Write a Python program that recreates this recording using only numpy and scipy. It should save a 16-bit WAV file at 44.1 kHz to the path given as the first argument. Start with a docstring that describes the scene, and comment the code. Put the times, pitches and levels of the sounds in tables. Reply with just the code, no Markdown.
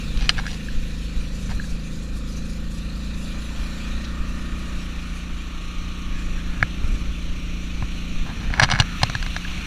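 """A snowmobile engine idles and slowly picks up speed, heard by a cased microphone worn on the head.
Exhaust and whine are summed multiples of the firing rate; puff and metal clatter are noise pulsing with it.
The wearer turns towards the machine. Wind and movement rumble in the case and clothing rustles: shaped noise.
Knocks, scrapes and taps on the plastic housing excite its resonances; ticks are short decaying sines."""
import sys
import numpy as np
from scipy import signal
from scipy.fft import rfft, irfft, next_fast_len
from scipy.io import wavfile
from scipy.ndimage import uniform_filter1d, minimum_filter1d, map_coordinates

SR = 44100
rng = np.random.default_rng(int(sys.argv[2]) if len(sys.argv) > 2 else 0)


def transcribe(u):
    """Save the signal u as a 16-bit wav file named by the first command-line argument.

    u: samples, shape (n,) or (channels, n), limited to [-1, 1]; the rate is SR.
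    q: integer samples, one column per channel.
    """
    v = np.clip(np.atleast_2d(u).T, -1, 1)
    q = np.round(v * 32767).astype(np.int16)
    wavfile.write(sys.argv[1], SR, q)


N = 426005


def amp(db):
    """Decibels to gain."""
    return 10 ** (np.asarray(db) / 20)


def unit(x):
    """Scaled to rms 1."""
    return x / np.sqrt(np.mean(x ** 2) + 1e-20)


def curves(rows):
    """One value per sample for each column after the time."""
    time_s, *columns = np.transpose(rows)
    return [np.interp(np.arange(N) / SR, time_s, column) for column in columns]


def wobble(rate_hz, step=1):
    """Smooth random curve, rate_hz knots a second, one value every step samples."""
    coarse = np.arange(0, N + 128, 128)
    knots = rng.standard_normal(int(N * rate_hz / SR) + 4)
    smooth = map_coordinates(knots, [coarse * rate_hz / SR])
    return np.interp(np.arange(0, N, step), coarse, smooth)


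def filtered(x, response):
    """x filtered by a complex response of frequency."""
    size = next_fast_len(N + SR // 2)
    return irfft(rfft(x, size) * response(np.fft.rfftfreq(size, 1 / SR)), size)[:N]


def modes(table):
    """Causal response of a set of resonances, alternating in sign."""
    def response(f):
        total = 0
        for k, (center_hz, width_hz, db) in enumerate(table):
            damping = 1j * f * width_hz
            total = total + (-1) ** k * amp(db) * damping / (center_hz ** 2 - f * f + damping)
        return total
    return response


def rush(spectrum, patchy_db, gate=1):
    """Gated, spectrally shaped noise of rms 1 with time-frequency patches of random gain."""
    z = signal.stft(rng.standard_normal(N + 512), nperseg=512)[2]
    field = uniform_filter1d(rng.standard_normal(z.shape), 5, 0)
    field = uniform_filter1d(field, 12, 1)
    x = signal.istft(z * amp(patchy_db * unit(field)), nperseg=512)[1][:N] * gate
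    f, db = np.transpose(spectrum)
    return unit(filtered(x, lambda hz: amp(np.interp(np.log(hz + 1), np.log(f + 1), db))))


def swell(start_s, length_s, edge_s):
    """Sample numbers and gain of a soft rise, hold and fall."""
    first = max(0, round((start_s - edge_s) * SR))
    last = min(N, round((start_s + length_s + edge_s) * SR))
    at = np.arange(first, last)
    ramp = np.minimum(at / SR - start_s, start_s + length_s - at / SR) / edge_s
    return at, np.sin(np.pi / 4 * (np.clip(ramp, -1, 1) + 1)) ** 2


def bursts(rows, rest_db, edge_s):
    """Gain curve: swells added in power to a resting level."""
    power = np.full(N, amp(rest_db) ** 2)
    for start_s, length_s, db in rows:
        at, gain = swell(start_s, length_s, edge_s)
        power[at] += (amp(db) * gain) ** 2
    return np.sqrt(power)


# wind rumble spectrum: (frequency [Hz], relative density [dB])
RUMBLE_SPECTRUM = [(4.7, -36), (8.0, 4), (38, 0.5), (70, -13.5), (81, -22), (108, -18.5), (140, -27),
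                   (180, -63), (310, -120)]
# gusts on the case: (start [s], length [s], rumble level [dB])
GUSTS = [(0.085, 0.21, -21), (0.34, 0.116, -21), (0.743, 0.079, -20.5), (1.16, 0.048, -19),
         (1.522, 0.088, -22), (1.721, 0.036, -19), (2.645, 0.04, -26), (3.587, 0.041, -21),
         (3.78, 0.034, -28), (3.877, 0.034, -27.5), (3.932, 0.033, -26), (4.175, 0.05, -22),
         (4.317, 0.038, -28), (4.37, 0.039, -26), (4.536, 0.03, -28), (4.698, 0.084, -26),
         (5.797, 0.04, -23.5), (6.063, 0.12, -21), (6.238, 0.13, -25), (6.432, 0.09, -25),
         (6.612, 0.034, -24), (6.806, 0.17, -20), (7.01, 0.11, -22), (7.26, 0.081, -23),
         (7.394, 0.042, -23), (7.482, 0.074, -27), (7.646, 0.05, -25.5), (7.807, 0.033, -19),
         (8.12, 0.12, -20), (8.458, 0.061, -19.5), (8.666, 0.064, -21), (8.779, 0.055, -20),
         (9.208, 0.12, -24.5), (9.373, 0.04, -23), (9.469, 0.032, -21)]
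CALM_DB, GUST_EDGE_S = -31, 0.04


def wind():
    """Low pressure swings on the case, their short-term level partly evened out, then gusted."""
    push = rush(RUMBLE_SPECTRUM, patchy_db=1.4)
    size = np.sqrt(np.abs(uniform_filter1d(push ** 2, SR // 12)) + .05)
    return bursts(GUSTS, CALM_DB, GUST_EDGE_S) * unit(push / size ** 0.53)


# movement noise spectrum: (frequency [Hz], relative density [dB])
SHUFFLE_SPECTRUM = [(40, -42), (85, 1.5), (130, -7.5), (200, -2.5), (330, -18), (600, -25), (1000, -70)]
# body movements: (start [s], length [s], level [dB])
MOVES = [(0, 0.3, -36.5), (1.4, .25, -39), (2.1, .15, -47), (3.42, .15, -46), (6.1, .12, -55),
         (6.78, 0.26, -37), (7.9, 0.26, -44), (8.22, 0.52, -35.5), (8.72, 0.44, -39), (9.55, 0.13, -37)]
REST_DB, MOVE_EDGE_S = -49, 0.048


def movement():
    """Body movement carried through the mount as swells of low noise."""
    return bursts(MOVES, REST_DB, MOVE_EDGE_S) * rush(SHUFFLE_SPECTRUM, patchy_db=1.0)


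# fabric hiss spectrum: (frequency [Hz], relative density [dB])
RUSTLE_SPECTRUM = [(2650, -29), (4500, -4), (5660, -4.5), (7040, -1.5), (8060, -9.5), (9870, -9.5),
                   (14900, -27.5), (15600, -29)]
# strokes of fabric: (start [s], length [s], rustle level [dB])
STROKES = [(.33, 0.072, -61), (.46, 0.11, -50), (.63, .05, -50), (.72, .05, -55), (.8, 0.11, -57),
           (1.0, 0.081, -58), (1.13, .1, -60), (1.34, 0.23, -50), (1.62, 0.14, -50.5), (1.84, .22, -52.5),
           (2.14, .06, -51), (2.27, 0.13, -49), (2.45, 0.13, -51.5), (2.7, 0.11, -51), (2.95, .12, -53),
           (3.16, .1, -54), (3.4, .65, -60), (4.25, 0.23, -55), (4.52, 0.71, -56), (5.34, .1, -55),
           (6.17, .1, -57), (6.84, .19, -54.5), (7.95, 0.079, -60)]
# thin scuff spectrum: (frequency [Hz], relative density [dB])
SCUFF_SPECTRUM = [(6500, -60), (8800, -14), (9900, 0), (10800, -12), (12500, -14), (15000, -30)]
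# thin, high scuffs: (start [s], length [s], level [dB])
SCUFFS = [(3.16, .17, -59), (3.4, .08, -60), (3.57, .13, -59)]
STILL_DB, STROKE_EDGE_S = -60.5, 0.027


def cloth():
    """Stiff fabric rubbing: bright, grainy hiss in strokes, and a few thinner scuffs."""
    grain = amp(2.0 * wobble(60) + 1.0 * wobble(18))
    hiss = unit(grain * rush(RUSTLE_SPECTRUM, patchy_db=4.0))
    strokes = bursts(STROKES, STILL_DB, STROKE_EDGE_S) * hiss
    scuffs = bursts(SCUFFS, -120, STROKE_EDGE_S) * rush(SCUFF_SPECTRUM, patchy_db=1.5)
    return strokes + scuffs


# tiny high ticks: (time [s], level [dB])
TICKS = [(6.774, -56), (6.8423, -47), (6.8793, -50), (6.9114, -50), (6.9177, -42), (6.9344, -52),
         (6.9546, -50.5), (6.9614, -51), (6.9795, -51), (6.9974, -48), (7.0065, -44), (7.0174, -56),
         (7.0614, -52)]


def ticks():
    """Something small and hard chatters near one high pitch: short decaying sines."""
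    out, t = np.zeros(N), np.arange(SR // 100) / SR
    for time_s, db in TICKS:
        envelope = amp(db - 60 * t / 0.015) * (1 - np.exp(-t / .0004))
        pitch_hz = rng.normal(11050, 150)
        out[round(time_s * SR):][:len(t)] += envelope * np.sin(2 * np.pi * pitch_hz * t)
    return out


# housing resonances, low, mid and high: (frequency [Hz], width [Hz], level [dB])
CASE_LOW = [(300, 120, -14), (545, 130, -6.5), (753, 170, 3.5), (1057, 130, 4)]
CASE_MID = [(1306, 266, -2), (1666, 146, 5.5), (2208, 126, -0.5)]
CASE_HIGH = [(2870, 690, 3), (3750, 300, 4.5), (4200, 280, 5.5), (4980, 166, 5), (5766, 163, 5),
             (9400, 1200, -12)]


def housing(low, mid, high):
    """Plastic housing: three resonance groups; soft contact passes little of the top octave."""
    rung = filtered(low, modes(CASE_LOW)) + filtered(mid, modes(CASE_MID)) + filtered(high, modes(CASE_HIGH))
    return filtered(rung, lambda hz: 1 / (1 + 1j * hz / 11000) ** 4)


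# light taps: (time [s], level [dB])
TAPS = [(0.477, -22), (0.6853, -23.5), (1.598, -19.5), (1.64, -30.5), (9.151, -13), (9.45, -20)]
# light rubbing: (start [s], length [s], level [dB])
RUBS = [(6.101, 0.15, -49), (6.367, .045, -42), (6.459, .15, -46)]
TAP_S = .0015  # hold, and each edge
SCRAPE_EDGE_S = .012


def taps():
    """Fingertips tap and rub the housing gently; only its strongest mid mode answers."""
    push = np.zeros(N)
    mode_hz = CASE_MID[1][0]
    for time_s, db in TAPS:
        at, gain = swell(time_s, TAP_S, TAP_S)
        push[at] += amp(db) * gain * np.sin(2 * np.pi * mode_hz * (at / SR - time_s))
    for start_s, length_s, db in RUBS:
        at, gain = swell(start_s, length_s, SCRAPE_EDGE_S)
        slips = rng.standard_normal(len(at)) * (rng.random(len(at)) < .02)
        push[at] += amp(db + 29.5) * gain * slips
    return filtered(push, modes(CASE_MID[1:2]))


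# drags over the housing: (start [s], length [s], scrape level [dB], treble relative to scrape [dB])
SCRAPES = [(0.196, 0.072, -46, 0), (0.294, 0.08, -51, -6), (.375, 0.026, -36, -7), (0.407, .05, -47, -16),
           (0.473, .08, -50, 4), (1.495, 0.036, -41.5, -8), (4.035, .025, -56, 10),
           (8.255, 0.066, -44.5, -17), (8.401, .06, -47, -9), (8.519, 0.056, -41, -10),
           (8.568, .045, -34, -18), (8.622, 0.033, -24, -10), (8.689, 0.061, -36, -12),
           (8.75, .04, -44, -12), (8.799, 0.025, -32, -21)]


def scrapes():
    """Stick and slip: sparse spikes of uneven size ring the housing."""
    body, treble = np.zeros((2, N))
    for start_s, length_s, db, treble_db in SCRAPES:
        at, gain = swell(start_s, length_s, SCRAPE_EDGE_S)
        spikes = rng.standard_normal(len(at)) * (rng.random(len(at)) < .03)
        slips = spikes * gain * amp(db + 29.5)
        body[at] += slips
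        treble[at] += amp(treble_db) * slips
    return housing(body, body, treble)


# knocks: (time [s], level [dB], low modes re level [dB], treble re level [dB],
#          thump level [dB], contact time scale [s])
KNOCKS = [(0.173, -39, -13, 9.5, -31, 0.0033), (0.2922, -8, -10, 2.5, -32, 0.0023),
          (0.2979, -14, -20, -4.5, -32, 0.0062), (0.381, -21, -16, -10, -25, 0.0026),
          (0.3882, -18, -16, -19, -45, 0.0033), (0.455, -29, -16, -18, -37, 0.002),
          (0.4652, -19.5, -19, -10, -40, 0.0029), (1.493, -27, -16, -19, -23.5, 0.002),
          (6.6064, -31, -15.5, -24, -23, 0.0022), (6.6269, -3, -12.5, -23, -16.5, 0.0018),
          (6.8398, -36, -3, -14, -25, 0.0018), (7.8235, -28, -1.5, -21, -21, 0.0025),
          (8.502, -27.5, -6, -16, -29, 0.0022), (8.538, -14, -12, -15.5, -31, 0.003),
          (8.587, -25, 0, -22, -23, 0.0027), (8.5967, 4, -11, -12, -30, 0.0043),
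          (8.6162, -7.5, -6, -16, -20, 0.0051), (8.6242, -11.5, -4, -1, -17, 0.006),
          (8.6324, -9, -7, -3, -14, 0.0025), (8.637, -12, -9, 1, -13.5, 0.0037),
          (8.6435, -14, -9, -6, -22, 0.003), (8.6884, -18, -9, -18, -32.5, 0.002),
          (8.7004, -11.5, -16, -9.5, -33, 0.0027), (8.7104, -20, -7, -4, -32, 0.002),
          (8.7145, -13, -11, -2, -41, 0.003), (8.7217, -13.5, -4, -7, -28, 0.0032),
          (8.736, -13, -12, -13, -14.5, 0.0026), (8.7494, -17, -16, -12, -34, 0.002),
          (8.757, -14, -13, -19, -35, 0.002), (8.763, -26, -6, -8, -35, 0.002),
          (8.776, -27, -3, -20, -34, 0.002), (8.7884, -15, -6, -8, -34, 0.0046),
          (8.7994, -7.5, -6, 0.5, -8.5, 0.0055), (8.821, -20.5, -9, -7, -22, 0.0017),
          (9.0172, -23.5, -2, -10, -27, 0.0026), (9.0317, -5, -3, -4, -13.5, 0.0028),
          (9.0978, -20.5, -7, -6, -24, 0.0018), (9.1511, -16.5, -14, -7, -21, 0.002),
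          (9.2262, -21, -14, -4.5, -37, 0.0027), (9.263, -22, -9, -7, -32, 0.0028),
          (9.3637, -16, -12.5, -9, -38, 0.0033)]


def knocks():
    """A sharp blow with a short noise rattle rings the housing and flexes the mount in a thump."""
    low, mid, high, thump = np.zeros((4, N + SR))
    t = np.arange(SR // 16) / SR
    flex = np.sin(2 * np.pi * 115 * t) * (1 - np.exp(-t / 0.0011))
    for time_s, db, low_db, high_db, thump_db, contact_s in KNOCKS:
        push = rng.standard_normal((3, len(t))) * np.exp(-(t / contact_s / 1.4) ** 2)
        push /= np.linalg.norm(push, axis=1)[:, None]
        push *= np.array([[.7], [.7], [1.3]])  # rattle: low, mid, high
        push[:, 12] += [1.3, 1.3, .6]  # blow: low, mid, high
        span = slice(round(time_s * SR), round(time_s * SR) + len(t))
        low[span] += amp(db + low_db + 31.0) * push[0]
        mid[span] += amp(db + 26.0) * push[1]
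        high[span] += amp(db + high_db + 25.0) * push[2]
        thump[span] += amp(thump_db + 7.5 - 60 * t / 0.053) * flex
    return housing(low[:N], mid[:N], high[:N]) + thump[:N]


def stack(turn, shade, orders, flutter_db, drift_rad, spread_rad, knee):
    """Wavering cycle multiples, rms 1; spread_rad smears the pulse in time, mostly below knee."""
    step = 6  # synthesized at SR / step
    turn, shade = turn[::step], shade[::step]
    tones = 0
    for k, open_db, shaded_db in orders:
        level_db = open_db + shade * (shaded_db - open_db) + flutter_db * wobble(4.6, step)
        smear = spread_rad * (k * k - .82 * max(k - knee, 0) ** 2)
        tones = tones + amp(level_db) * np.cos(k * turn + smear + drift_rad * wobble(5, step))
    return unit(signal.resample_poly(tones, step, 1)[:N])


# exhaust orders: (multiple of the cycle [-], relative level in the open [dB], shaded [dB])
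NOTE_ORDERS = [(1, -37, -35), (2, -31, -32), (3, -44, -48), (4, -53, -56), (5, -43, -47), (6, -39, -38),
               (7, -41, -47), (8, -41, -46), (9, -47, -49), (10, -51, -50), (11, -49, -50), (12, -61, -61),
               (13, -61, -60), (14, -63, -67), (15, -62, -70), (16, -63, -64), (17, -61, -66),
               (18, -57, -65), (19, -54, -65), (20, -59, -63), (21, -62, -69), (22, -67, -68)]
# puff spectrum: (frequency [Hz], relative density [dB])
PUFF_SPECTRUM = [(60, -60), (130, -2), (170, 0), (250, -2), (320, -5), (360, -8), (550, -10), (650, -14),
                 (900, -20), (1300, -60)]


def exhaust(turn, shade):
    """One exhaust pulse a cycle as harmonics, with turbulent noise pulsing under it."""
    note = stack(turn, shade, NOTE_ORDERS, flutter_db=1.2, drift_rad=.1, spread_rad=-1.2, knee=8)
    puff = rush(PUFF_SPECTRUM, patchy_db=1.2, gate=1 + .3 * np.cos(turn))
    return amp(5.5) * note + amp(-13.5) * puff


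# whine orders: (multiple of the cycle [-], relative level in the open [dB], shaded [dB])
WHINE_ORDERS = [(30, -16, -15), (32, -15, -16), (34, -9, -15), (37, -11, -9), (38, -2, -2), (40, -4, -5),
                (41, -4, -12), (42, 1, 0), (46, -3, -5), (48, -8, -14), (49, -9, -14), (54, -13, -15),
                (59, -5, -16), (62, -6, -18), (63, -4, -17), (64, -5, -16)]


def whine(turn, shade):
    """High multiples of the firing cycle, wavering in level and phase."""
    return stack(turn, shade, WHINE_ORDERS, flutter_db=1.5, drift_rad=.2, spread_rad=.7, knee=70)


# clatter spectra, low, mid, high facing away, high facing: (frequency [Hz], relative density [dB])
LOW_SPECTRUM = [(450, -33), (700, -6), (800, -10.5), (1050, -7), (1300, -0.5), (1550, -5), (2000, -47),
                (3400, -120)]
MID_SPECTRUM = [(880, -16), (1500, -3), (1650, -7), (1810, 1), (2070, -12.5), (2200, -9.5), (2860, -43),
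                (4840, -120)]
HIGH_SPECTRUM = [(1180, -43), (2000, -3), (2090, -13), (2390, 3.5), (3140, -4.5), (4020, 0.5), (4930, -10),
                 (5750, -9), (6260, -10), (6930, -11), (7480, -11), (8220, -22), (9580, -18),
                 (13100, -26.5), (15300, -28)]
HIGH_FACING_SPECTRUM = [(1180, -28), (2000, -8), (2430, 1.5), (2600, -0.5), (2980, -2), (3140, -5.5),
                        (4190, -5.5), (4930, -23), (5750, -9.5), (6050, -11), (8150, -26.5), (8950, -25),
                        (10200, -30.5), (13200, -30), (15300, -40)]
# treble resonance, applied twice: (frequency [Hz], width per pass [Hz], level per pass [dB])
RING = [(8680, 130, 0)]


def clatter(turn, facing):
    """Low, mid and high metal noise beating with the shaft; facing crossfades the high spectrum."""
    beat = 1 + 0.1 * np.cos(turn - 1.2)
    low, mid = rush(LOW_SPECTRUM, 1.7, beat), rush(MID_SPECTRUM, 1.2, beat)
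    away = np.sqrt(1 - facing) * rush(HIGH_SPECTRUM, 2.4, beat)
    towards = np.sqrt(facing) * rush(HIGH_FACING_SPECTRUM, 1.4, beat)
    ring = unit(filtered(rng.standard_normal(N), lambda f: modes(RING)(f) ** 2))
    return low, mid, away + towards + amp(-30.5) * ring


# idle hunting as it climbs: (time [s], firing cycles [Hz])
SPEED = [(0, 26.65), (0.45, 26.55), (0.75, 26.78), (1.07, 26.38), (1.5, 27.27), (1.67, 27.02), (2.12, 27.1),
         (2.47, 27.72), (2.75, 27.5), (3.2, 28.7), (3.48, 28.2), (3.92, 29.3), (4.1, 29.33), (4.52, 29.73),
         (4.8, 29.55), (4.96, 29.22), (5.2, 29.18), (5.42, 28.93), (5.71, 29.62), (5.9, 29.35),
         (6.12, 29.42), (6.44, 28.85), (6.74, 29.14), (7.52, 28.78), (7.96, 29.4), (8.26, 28.1),
         (8.6, 28.85), (8.85, 29.02), (9.16, 28.43), (9.47, 29.55), (9.66, 29.78)]
# levels as the head turns: (time [s], exhaust [dB], whine [dB], low clatter [dB],
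#                            mid clatter [dB], high clatter [dB])
ENGINE_LEVELS = [(0, -35, -67, -47.5, -49.5, -40), (.67, -35, -61, -57, -50, -43),
                 (1.5, -35.5, -59, -54, -52.5, -44.5), (2.1, -35, -62, -54.5, -54, -47),
                 (3.0, -35.5, -58, -53.5, -52.5, -45), (3.6, -35.5, -55, -47.5, -48, -41.5),
                 (3.9, -35.5, -51.5, -48, -47, -42), (4.2, -35, -44.5, -52, -48.5, -44.5),
                 (4.65, -34.5, -47, -51.5, -46.5, -43), (5.1, -36, -51, -52, -49, -43),
                 (5.42, -36.5, -49, -52.5, -49.5, -43.5), (5.7, -36.5, -45, -52, -56, -42),
                 (6.25, -34, -47, -53.5, -50, -41.5), (6.55, -34.5, -53, -48.5, -49, -42),
                 (7.3, -34, -52.5, -51.5, -54.5, -42), (8.2, -34.5, -52, -52, -51, -40.5),
                 (8.7, -35.5, -61, -44, -41, -42), (9.05, -38.5, -56, -44, -45.5, -36),
                 (9.3, -36.5, -62, -48, -50.5, -38), (9.66, -36.5, -59, -43, -45, -36)]
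# head turn, and the body shading the exhaust late in it: (start [s], end [s])
TURN_S, SHADE_S = (3.3, 5.6), (4.05, 5.36)


def engine():
    """Exhaust, whine and clatter locked to one firing phase, balanced as the head turns."""
    exhaust_db, whine_db, low_db, mid_db, high_db = curves(ENGINE_LEVELS)
    facing = np.interp(np.arange(N) / SR, TURN_S, (.05, .95))
    shade = np.interp(np.arange(N) / SR, SHADE_S, (0, 1))
    turn = 2 * np.pi * np.cumsum(curves(SPEED)[0]) / SR
    low, mid, high = clatter(turn, facing)
    tonal = amp(exhaust_db) * exhaust(turn, shade) + amp(whine_db) * whine(turn, shade)
    return tonal + amp(low_db) * low + amp(mid_db) * mid + amp(high_db) * high


def scene():
    """All sources at the single microphone."""
    handling = ticks() + taps() + scrapes() + knocks()
    return (wind() + movement() + cloth() + handling + engine())[None]


TOP_HZ = 15500


def record(dry):
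    """Gain control ducks at loud peaks and recovers slowly; nothing passes above TOP_HZ."""
    needed = np.minimum(1, amp(2.9) / (np.abs(dry[0]) + 1e-9))
    fast = uniform_filter1d(minimum_filter1d(needed, size=441), size=221)
    keep = np.exp(-1 / (.12 * SR))  # 0.12 s time constant
    duck = signal.lfilter([1 - keep], [1, -keep], 1.4 * (1 - fast))
    slow = 1 - np.clip(duck, 0, .7)
    return filtered(dry[0] * fast * slow, lambda hz: hz < TOP_HZ)[None]


dry = scene()
out = record(dry)
transcribe(out)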